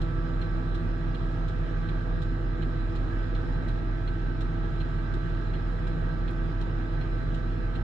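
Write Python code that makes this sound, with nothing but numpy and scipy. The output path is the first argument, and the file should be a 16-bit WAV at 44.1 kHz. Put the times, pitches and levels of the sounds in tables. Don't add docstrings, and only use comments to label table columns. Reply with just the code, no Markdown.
import sys
import numpy as np
from scipy import signal
from scipy.fft import rfft, irfft, next_fast_len
from scipy.io import wavfile
from scipy.ndimage import uniform_filter1d, map_coordinates

SR = 44100
rng = np.random.default_rng(int(sys.argv[2]) if len(sys.argv) > 2 else 0)


def wav_out(sig):
    wavfile.write(sys.argv[1], SR, np.round(np.clip(np.atleast_2d(sig).T, -1, 1) * 32767).astype(np.int16))


N = 345303

THROB_S = 3.366
CRANK_HZ = 27.512
STRAY_RATE_HZ = 1.2

# frequency in Hz, phase by which the left leads in radians.
PHASE_LEADS = [(40, 0.32), (105, 0.15), (150, -0.5), (160, 0.74), (165, 1.06), (177, -0.5), (215, -1.3),
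               (230, 1), (290, -1), (340, 0.8), (400, -1.5), (460, -0.6), (495, -1.5), (530, 0),
               (660, 0.52), (720, -1.13), (1000, -2.5), (1300, -1.5), (2000, -1.7), (5000, 0)]


def amp(db):
    return 10 ** (np.asarray(db) / 20)


def unit(x):
    return x / np.sqrt(np.mean(x ** 2) + 1e-20)


def along(points, hz):
    point_hz, values = np.transpose(points)
    return np.interp(np.log(hz + 1), np.log(point_hz), values)


def colour(points, hz):
    upper_skirt = 1 / np.hypot(1, (hz / (points[-1][0] * 1.15)) ** 8)
    lower_skirt = 1 / np.hypot(1, (points[0][0] * .8 / (hz + 1)) ** 4)
    return amp(along(points, hz)) * upper_skirt * lower_skirt


def filtered(x, response):
    n = x.shape[-1]
    m = next_fast_len(n + SR // 2)
    hz = np.fft.rfftfreq(m, 1 / SR)
    return irfft(rfft(x, m) * response(hz), m)[..., :n]


def wobble(rate_hz):
    at = np.linspace(0, rate_hz * N / SR, 2000)
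    coarse = map_coordinates(rng.standard_normal(1000), [at], mode="wrap")
    return np.interp(np.arange(N), np.linspace(0, N, len(at)), coarse)


def curves(rows):
    s, *columns = np.transpose(rows)
    return [np.interp(np.arange(N) / SR, s, column) for column in columns]


def angle(hz, stray_hz):
    turns = np.cumsum(hz + stray_hz * wobble(STRAY_RATE_HZ)) / SR
    return 2 * np.pi * (turns - turns[round(THROB_S * SR)])


def pan(left_over_right_db):
    return amp(np.array([[left_over_right_db], [-left_over_right_db]]) / 2)


def tone(phase, side_db, flutter, rate_hz, lead_rad=0):
    swell = flutter * wobble(rate_hz)
    slip = flutter * wobble(rate_hz)
    sides = np.array([phase + lead_rad / 2, phase - lead_rad / 2])
    return pan(side_db) * unit((1 + swell) * np.cos(sides) + slip * np.sin(sides))


def rush(spectrum, patchy_db):
    # frequency in Hz, left over right in dB.
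    side_levels = [(40, -3.5), (150, -1), (215, -5.5), (290, -2.5), (370, 5), (460, -14), (750, -2.5),
                   (1300, -5), (1700, -9), (2200, 1.5), (3000, -1), (3900, -4), (5200, 1), (6800, -4),
                   (8000, 1), (10000, -4)]
    # frequency in Hz, left-right correlation (-1 to 1).
    alike = [(40, 0.96), (90, 0.9), (145, 0.86), (185, 0.54), (230, 0.8), (300, 1), (450, 0.59),
             (670, 0.53), (1000, 0.31), (2200, 0.15), (5000, 0.1), (11000, 0.29)]
    z = signal.stft(rng.standard_normal((2, N)), nperseg=512)[2]
    field = uniform_filter1d(rng.standard_normal(z.shape[1:]), size=6, axis=0)
    field = uniform_filter1d(field, size=14, axis=1)
    pair = signal.istft(z * amp(patchy_db * unit(field)), nperseg=512)[1][:, :N]

    def mid_side(hz):
        turn = np.arccos(np.clip(along(alike, hz), -1, 1)) / 2
        return colour(spectrum, hz) * np.array([np.cos(turn), np.sin(turn)])

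    def cabin(hz):
        level = amp(np.outer([.5, -.5], along(side_levels, hz)))
        return level * np.exp(1j * np.outer([.5, -.5], along(PHASE_LEADS, hz)))

    mid, side = filtered(pair, mid_side)
    return unit(filtered(np.array([mid + side, mid - side]), cabin))


def standing_waves(hz, depth_db, spacing_hz):
    knots = rng.standard_normal((2, 2000))
    ripple = np.array([map_coordinates(k, [hz / spacing_hz], mode="wrap") for k in knots])
    return amp(depth_db * ripple * hz / (hz + 1500))


def diesel(crank, flutter=0.15, scatter_hz=520):
    # multiple of crank speed, level in dB before scatter loss and swell, left over right in dB.
    orders = [(1.0, -56, -2.5), (1.5, -29.3, -1.8), (2.25, -56.5, -2), (3.0, -46.1, -0.3),
              (3.5, -47.9, -0.7), (4.25, -57, -1), (4.5, -50, -2.9), (5.5, -48.5, 0.3), (6.0, -41.6, -1.5),
              (6.5, -62, -3), (7.5, -60, -4), (8.5, -58.5, -7.6), (12.0, -45.6, -0.6), (14.5, -66, -1.8),
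              (15.0, -66, -3), (16.0, -62, 1.7), (16.5, -65, -8.7), (18.0, -55.8, -5.4),
              (24.0, -55.8, -1.0), (30.0, -65, -1.4), (36.0, -75, -3.8), (37.5, -73, -4),
              (42.0, -60.5, -8.5), (43.5, -65, -9.6), (48.0, -55.5, -8.8), (49.5, -72, -6),
              (54.0, -67, -8.4), (56.0, -59.3, -9.2), (60.0, -69.5, -14.0), (66.0, -72, -5.5),
              (70.5, -70.6, -11.7), (72.0, -69.4, -1.9)]
    # time in seconds, gains of orders 6, 12 and 18 in dB.
    swells = [(.2, 2.5, 2.2, 4), (.7, 2.5, 1.1, 1.5), (1.3, -1, 0.4, -0.5), (2, 1.7, -2.5, 4.5),
              (2.7, -3.5, 2.5, 3.5), (3.4, -1.5, 0.1, 1.5), (4.1, -2.5, -1.5, -7), (4.7, -1, -0.5, -5),
              (5.3, -3, 0.4, -11.5), (6, 5, -3.5, 4), (6.7, -4, 2, -1), (7.5, -1, -0.5, 5)]
    # time in seconds, gains of orders 42 and 48 in dB.
    high_swells = [(.05, 7, 3), (.4, 8.5, 6), (.85, 5.5, -1.5), (1.15, 5, 1.5), (1.42, -5, 3.5),
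                   (1.8, 6.5, -1.5), (2.2, 3.5, 0.5), (3, 2, 1.5), (4.1, -2.5, 1), (5, 3.5, 2.5),
                   (5.9, 2.5, 1), (6.4, 4.5, 1.5), (7.5, -0.5, 1.5)]
    swell_db = dict(zip((6, 12, 18, 42, 48), curves(swells) + curves(high_swells)))
    out = np.zeros((2, N))
    for multiple, db, side_db in orders:
        hz = multiple * CRANK_HZ
        scatter = hz / (hz + scatter_hz)
        if multiple < 2:
            spread_rad = 0
        elif multiple >= 42 and multiple % 6 == 0:
            spread_rad = 1.5
        else:
            spread_rad = np.pi
        phase = multiple * crank + spread_rad * rng.uniform(-0.99, 1)
        line = tone(phase, side_db, flutter * scatter, 2.426 + 9 * scatter, along(PHASE_LEADS, hz))
        out += amp(db - .5 * scatter + swell_db.get(multiple, 0)) * line
    return out


def exhaust(crank, depth=0.12):
    # frequency in Hz, relative density in dB per Hz.
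    rumble = [(28, -21.5), (37, -12), (55, -10.5), (75, -9), (95, -3), (112, -8.5), (127, -10), (140, 1),
              (160, 3), (173, -15), (196, -15), (208, -9.5), (235, -9.5), (258, -5.5), (285, -13),
              (345, -8), (540, -33.5)]
    puffs = np.cos(6 * crank)
    return amp(-36.5) * unit((1 + depth * puffs) * rush(rumble, patchy_db=.5))


def snow(crank, rasp_depth=.045):
    # frequency in Hz, relative density in dB per Hz.
    roar_colour = [(420, -24), (490, -18), (560, -27), (650, -22), (720, -24), (860, -20.5), (970, -24.5),
                   (1060, -26.5), (1170, -24), (1240, -18), (1300, -25.5), (1400, -27.5), (1455, -21.5),
                   (1505, -26.5), (1600, -18), (1745, -30), (1850, -26), (2010, -28.5), (2080, -35),
                   (2220, -32), (2500, -34), (2950, -36), (4150, -37.5), (4450, -50)]
    # frequency in Hz, relative density in dB per Hz.
    hiss_colour = [(3800, -58), (4500, -50.5), (5250, -43), (5900, -55.5), (7000, -53.5), (8300, -61.5),
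                   (9300, -67.5), (11000, -65), (12500, -68.5)]
    firing = 1 + rasp_depth * np.cos(6 * crank)
    load_db = 0.27 * wobble(1.5)
    roar = amp(-45.0 + load_db) * rush(roar_colour, patchy_db=1.0)
    hiss = amp(-70.0 + load_db) * rush(hiss_colour, patchy_db=1.5)
    return firing * filtered(roar + hiss, lambda hz: standing_waves(hz, depth_db=4, spacing_hz=32))


def impeller(blade_hz=104.05, stray_hz=.2):
    blades = angle(blade_hz, stray_hz)
    return amp(-38.0) * tone(blades, side_db=-2.0, flutter=0.035, rate_hz=1.4, lead_rad=0.11)


def whine(pitch_hz=1542, stray_hz=4):
    phase = angle(pitch_hz, stray_hz)
    return amp(-60) * tone(phase, side_db=-6.0, flutter=0.22, rate_hz=6.4, lead_rad=-0.68)


def idle(firing_hz=35.648, stray_hz=.02, hunt_depth_hz=.1, hunt_period_s=7.3):
    t = np.arange(N) / SR
    hunt_hz = hunt_depth_hz * np.sin(2 * np.pi * (t - THROB_S) / hunt_period_s)
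    phase = angle(firing_hz + hunt_hz, stray_hz)
    return amp(-40.5) * tone(phase, side_db=-1.5, flutter=0.17, rate_hz=1.5, lead_rad=0.33)


def clicks(rows, spectrum, housing_t60_s, bounce_s, bounce_db, count=3):
    rise_s, chatter_s = .002, .003
    crack_db, crack_t60_s = 2.5, .016
    spring_hz, spring_t60_s = 4170, .1
    t = np.arange(N) / SR
    out = np.zeros((2, N))

    def housing(hz):
        return colour(spectrum, hz) * standing_waves(hz, depth_db=3.5, spacing_hz=172.6)

    def decay(age, t60_s):
        return amp(-60 * np.maximum(age, 0) / t60_s) * np.exp(np.minimum(age, 0) / rise_s)

    for s, db, ring_db in rows:
        near = abs(t - s) < .2
        age = t[near] - s
        contacts = [(k * chatter_s * rng.uniform(.8, 1.2), 0) for k in range(count)]
        contacts.append((bounce_s * rng.uniform(.9, 1.1), bounce_db))
        crack_power = sum((amp(crack_db + over_db) * decay(age - delay_s, crack_t60_s)) ** 2
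                          for delay_s, over_db in contacts)
        envelope = np.sqrt(crack_power + decay(age, housing_t60_s) ** 2)
        blow = envelope * unit(filtered(rng.standard_normal((2, len(age))), housing))
        hz = spring_hz + rng.normal(0, 50, (2, 1))
        spring = amp(ring_db) * decay(age, spring_t60_s) * np.sin(2 * np.pi * hz * age)
        out[:, near] += amp(db) * (blow + spring)
    return out


def relay():
    # time in seconds, blow level in dB before the common trim, spring ring over blow in dB.
    closings = [(.017, -51, 0), (.749, -51.5, -12), (1.484, -53, -12), (2.221, -51, -11), (2.956, -53, -3),
                (3.683, -53.5, -4), (4.409, -50.5, -4), (5.139, -53.5, -13), (5.872, -53.5, -19),
                (6.612, -51, -6), (7.346, -52.5, -9)]
    # time in seconds, blow level in dB before the common trim, spring ring over blow in dB.
    openings = [(.416, -49.5, 3), (1.146, -49.5, -6), (1.889, -51.5, -15), (2.622, -49.5, -10),
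                (3.350, -49.5, -2), (4.077, -50, -7), (4.805, -48.5, -14), (5.540, -51.5, -5),
                (6.280, -51, 0), (7.013, -51.5, 1), (7.755, -49, -9)]
    # frequency in Hz, relative level in dB.
    tick_colour = [(1200, -18.5), (2500, -1), (3400, 3), (4150, 5), (4550, -14.5), (5000, -5),
                   (6100, -14.5), (7300, -13), (9200, -25), (11200, -23), (13000, -32.5)]
    # frequency in Hz, relative level in dB.
    tock_colour = [(1200, -24.5), (2200, 1), (3400, 0.5), (3800, -3.5), (4150, 3.5), (4600, -23),
                   (7000, -23), (9200, -36.5), (13000, -36.5)]
    tick = clicks(closings, tick_colour, housing_t60_s=.16, bounce_s=.013, bounce_db=0)
    tock = clicks(openings, tock_colour, housing_t60_s=.13, bounce_s=.0125, bounce_db=2)
    return amp(-2) * pan(-2.1) * (tick + tock)


def taps(rise_s=.002, t60_s=.07):
    # time in seconds, level in dB before the common trim.
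    grains = [(.569, -68.5), (1.319, -64.5), (3.129, -67.5), (3.569, -68.5), (6.087, -68), (6.309, -58.5),
              (6.359, -66), (6.929, -67.5)]
    # frequency in Hz, relative level in dB.
    tap_colour = [(3000, -1), (5200, 0), (8000, -0.5), (11500, -4.5)]
    t = np.arange(N) / SR
    envelope = np.zeros(N)
    for s, db in grains:
        rise = np.exp(np.clip(t - s, -1, 0) / rise_s)
        envelope += rise * amp(db - 60 * np.clip(t - s, 0, 1) / t60_s)
    return amp(-7) * envelope * rush(tap_colour, patchy_db=1.5)


def scene():
    crank = angle(CRANK_HZ, stray_hz=.018)
    machine = diesel(crank) + exhaust(crank) + snow(crank) + impeller() + whine()
    return machine + idle() + relay() + taps()


def record(dry, top_hz=12900):
    t = np.arange(N) / SR
    fade = np.clip(np.minimum(t, t[-1] - t) / .003, 0, 1)
    return filtered(dry * fade, lambda hz: hz < top_hz)


dry = scene()
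out = record(dry)
wav_out(out)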